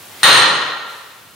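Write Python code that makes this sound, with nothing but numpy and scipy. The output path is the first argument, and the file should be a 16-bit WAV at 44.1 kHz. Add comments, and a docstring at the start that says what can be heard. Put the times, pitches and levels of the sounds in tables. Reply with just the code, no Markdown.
"""Chisel blow on slate

Over the hiss of a large, hard-walled workshop, a mallet swishes down once onto a steel chisel.
The slate block clacks, the chisel rings, and the hall carries both for a second while a limiter
ducks the hiss. Then the blade scrapes in the split, two chips tick and the block shifts with dull bumps."""
import sys
import numpy as np
from scipy import signal
from scipy.fft import rfft, irfft
from scipy.io import wavfile
from scipy.ndimage import uniform_filter1d

SR = 44100
rng = np.random.default_rng(int(sys.argv[2]) if len(sys.argv) > 2 else 0)


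def bounce(signal):
    """Save signal as a 16-bit WAV file at the path given by the first command-line argument."""
    frames = np.transpose(np.atleast_2d(signal))
    limited = np.clip(frames, -1, 1)
    pcm = np.round(limited * 32767).astype(np.int16)
    wavfile.write(sys.argv[1], SR, pcm)


N = 59535

# steady workshop hiss: (frequency [Hz], relative density [dB])
ROOM_SPECTRUM = [(25, -40), (50, -16), (100, 2.5), (250, -1.5), (550, 1.5), (1300, 0.5), (2200, -2),
                 (3200, -2), (6000, -7), (10000, -6.5), (15500, -6.5)]
# sleeve and mallet on the downswing: (frequency [Hz], relative density [dB])
SWISH_SPECTRUM = [(60, -15), (220, 7), (600, -18), (1400, 4), (3200, 4), (6000, -4), (15000, -7)]
# the slate's many short modes: (frequency [Hz], relative density [dB])
CLACK_SPECTRUM = [(25, -38), (65, -20), (130, -3.5), (240, -9.5), (540, -0.5), (680, -5), (950, 4.5),
                  (1300, 5.5), (2150, -1.5), (3000, 3), (4200, 1), (4800, -7.5), (7600, -15.5),
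                  (10500, -16.5), (13500, -23), (16000, -20)]
# modes of the chisel: (frequency [Hz], relative level [dB], t60 [s])
CHISEL_MODES = [(1080, -17.5, 0.13), (1375, -8, 0.54), (1833.7, 2.5, 0.1), (1891, -0.5, 0.15),
                (2978, 1.5, 0.042), (3686, -3.5, 0.22), (4060, -3.5, 0.027), (4072, -1, 0.069),
                (4135, -0.5, 0.092), (6500, -11.5, 0.13), (6610, 1, 0.01), (8710, -4.5, 0.14),
                (8700, 1.5, 0.018), (9553, -4, 0.043), (12680, -2, .014)]
# decay of the hall: (frequency [Hz], t60 [s])
HALL_DECAY = [(60, 0.72), (150, 1.1), (500, 1.29), (1300, 1.243), (2600, 1.108), (4200, 1.05), (6500, 0.92),
              (9000, 0.7), (14000, 0.45)]
# likeness of left and right in the hall: (frequency [Hz], coherence [0-1])
HALL_COHERENCE = [(40, 0.1), (120, 0.94), (400, 0.8), (1200, 0.58), (4000, 0.49), (8000, 0.36),
                  (15000, 0.13)]
# blade sliding in the split: (frequency [Hz], relative density [dB])
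SCRAPE_SPECTRUM = [(200, -13), (1200, 0), (3000, 3), (7000, -5), (11000, -5), (15500, -8)]
# slate chips ticking: (time [s], level against the main clack [dB])
CHIP_TICKS = [(0.952, -48), (.991, -56)]
# the block shifting: (time [s], level into the hall [dB])
BLOCK_BUMPS = [(1.191, -38), (1.254, -42)]

BLOW_S = .2316
TIME, FREQS = np.arange(N) / SR, np.fft.rfftfreq(N, 1 / SR)


def amp(db):
    """Decibels to gain."""
    return 10 ** (np.asarray(db) / 20)


def unit(x):
    """Scales to rms 1."""
    return x / np.sqrt(np.mean(x ** 2) + 1e-20)


def curve(points, hz):
    """Reads a table on a log-frequency axis."""
    f, value = np.transpose(points)
    return np.interp(np.log(hz + 1), np.log(f + 1), value)


def add(mix, start_s, sound):
    """Drops a sound into the mix."""
    part = mix[..., round(start_s * SR):]
    part += sound[..., :part.shape[-1]]


def fade(t, t60):
    """Falls 60 dB in t60."""
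    return np.exp(-np.log(1000) * t / np.maximum(t60, 1e-3))


def colour(noise, spectrum):
    """Gives noise a spectrum, at rms 1."""
    return unit(irfft(rfft(noise) * amp(curve(spectrum, FREQS)), N))


def diffuse():
    """Stereo white noise arriving from all round."""
    mid, side = rfft(rng.standard_normal((2, N)))
    coherence = curve(HALL_COHERENCE, FREQS)
    mid *= np.sqrt((1 + coherence) / 2)
    side *= np.sqrt((1 - coherence) / 2)
    return irfft(np.array([mid + side, mid - side]), N)


def room_tone():
    """A steady, wide bed of workshop hiss."""
    return amp(-38) * colour(diffuse(), ROOM_SPECTRUM)


def swing_swish(rise_s=0.086):
    """Cloth and air noise swells with the speed of the swing and stops at the blow."""
    to_go = BLOW_S - TIME
    swell = np.exp(-abs(to_go) / rise_s) * (to_go > 0)
    return amp(-36.5) * colour(diffuse(), SWISH_SPECTRUM) * swell


def slate_clack(size=4096):
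    """The slate's dense, quickly damped modes merge into one sharp pulse."""
    log_gain = np.log(amp(curve(CLACK_SPECTRUM, abs(np.fft.fftfreq(size, 1 / SR)))))
    minimum_phase = np.exp(np.conj(signal.hilbert(log_gain)))  # packs the energy into the attack
    pulse = np.fft.ifft(minimum_phase).real[:size // 2]
    return amp(37) * np.pad(pulse / np.linalg.norm(pulse), (0, N - len(pulse)))


def chisel_ring(contact_s=0.00024):
    """The clear modes of the struck steel, damped by hand and stone."""
    modes = sum(amp(db) * fade(TIME, t60) * np.sin(2 * np.pi * (hz * TIME + rng.random()))
                for hz, db, t60 in CHISEL_MODES)
    return amp(3) * modes * np.minimum(TIME / contact_s, 1)


def hall_tail(build_s=0.013, bass_lag_s=0.0068, bass_hz=1210):
    """Reverb off hard walls: the bass swells late and the treble dies first."""
    hz, t, bands = signal.stft(diffuse(), SR, nperseg=512)
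    swell_s = build_s + bass_lag_s / (1 + (hz[:, None] / bass_hz) ** 2)
    envelope = fade(t, curve(HALL_DECAY, hz)[:, None]) * (1 - np.exp(-t / swell_s))
    tail = signal.istft(bands * envelope, SR)[1][:, :N]
    return amp(4.5) * tail / np.linalg.norm(tail[0])


def hall(source, direct_db, near_db):
    """Direct sound, a bright burst of scatter from nearby surfaces, and the long tail."""
    low_cut = signal.butter(2, 970, "highpass", fs=SR, output="sos")
    near = signal.sosfilt(low_cut, diffuse()) * fade(TIME, t60=0.1)
    paths = hall_tail() + amp(near_db) * near / np.linalg.norm(near[0])
    return amp(direct_db) * source + signal.fftconvolve(source[None], paths, axes=1)[:, :N]


def blade_scrape(start_s=0.847, rise_s=0.056):
    """Steel slides on slate with a thin hiss that dies away."""
    t = np.maximum(TIME - start_s, 0)
    envelope = np.minimum(t / rise_s, 1) * fade(t, t60=2.07)
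    return amp(-31) * colour(diffuse(), SCRAPE_SPECTRUM) * envelope


def block_bump(centre_hz=135, width_octaves=0.65):
    """The shifting block gives a soft knock, a short burst of low noise."""
    octaves = np.log2((FREQS + 1) / centre_hz)
    band = np.exp(-.5 * (octaves / width_octaves) ** 2)
    body = unit(irfft(rfft(rng.standard_normal(N)) * band, N))
    return body * fade(TIME, t60=0.09) * np.minimum(TIME * centre_hz, 1)


def scene():
    """Slate and steel each get their own hall balance, over swish, scrape and room tone."""
    stone, steel = np.zeros((2, N))
    clack = slate_clack()
    add(stone, BLOW_S, clack)
    add(steel, BLOW_S, chisel_ring())
    for start_s, db in CHIP_TICKS:
        add(stone, start_s, amp(db) * clack)  # a chip is a tiny clack
    for start_s, db in BLOCK_BUMPS:
        add(stone, start_s, amp(db) * block_bump())
    hits = hall(stone, direct_db=-19.5, near_db=-5.5) + hall(steel, direct_db=-4.5, near_db=-1)
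    return hits + swing_swish() + blade_scrape() + room_tone()


def release(cut_db, db_per_s):
    """Follows rises at once and lets go at a steady rate."""
    fall = TIME * db_per_s
    return np.maximum.accumulate(cut_db + fall) - fall


def record(dry):
    """A limiter with a quick and a slow release ducks the mix; peaks clip and the very top is cut."""
    threshold_db, ratio, attack_s, look_ahead_s = -8, 5.73, 0.00092, 0.00091
    pole = np.exp(-1 / (attack_s * SR))
    power = signal.lfilter([1 - pole], [1, -pole], (dry ** 2).mean(0))
    cut_db = np.maximum(10 * np.log10(power + 1e-12) - threshold_db, 0) * (1 - 1 / ratio)
    duck_db = np.maximum(release(cut_db, db_per_s=67), release(0.68 * cut_db, db_per_s=4))
    duck_db = np.interp(TIME + look_ahead_s, TIME, duck_db)
    limited = np.clip(dry * amp(-uniform_filter1d(duck_db, size=64)), -1, 1)
    high_cut = signal.firwin(511, 15850, window=("kaiser", 9), fs=SR)
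    return signal.oaconvolve(limited, high_cut[None], "same")


dry = scene()
out = record(dry)
bounce(out)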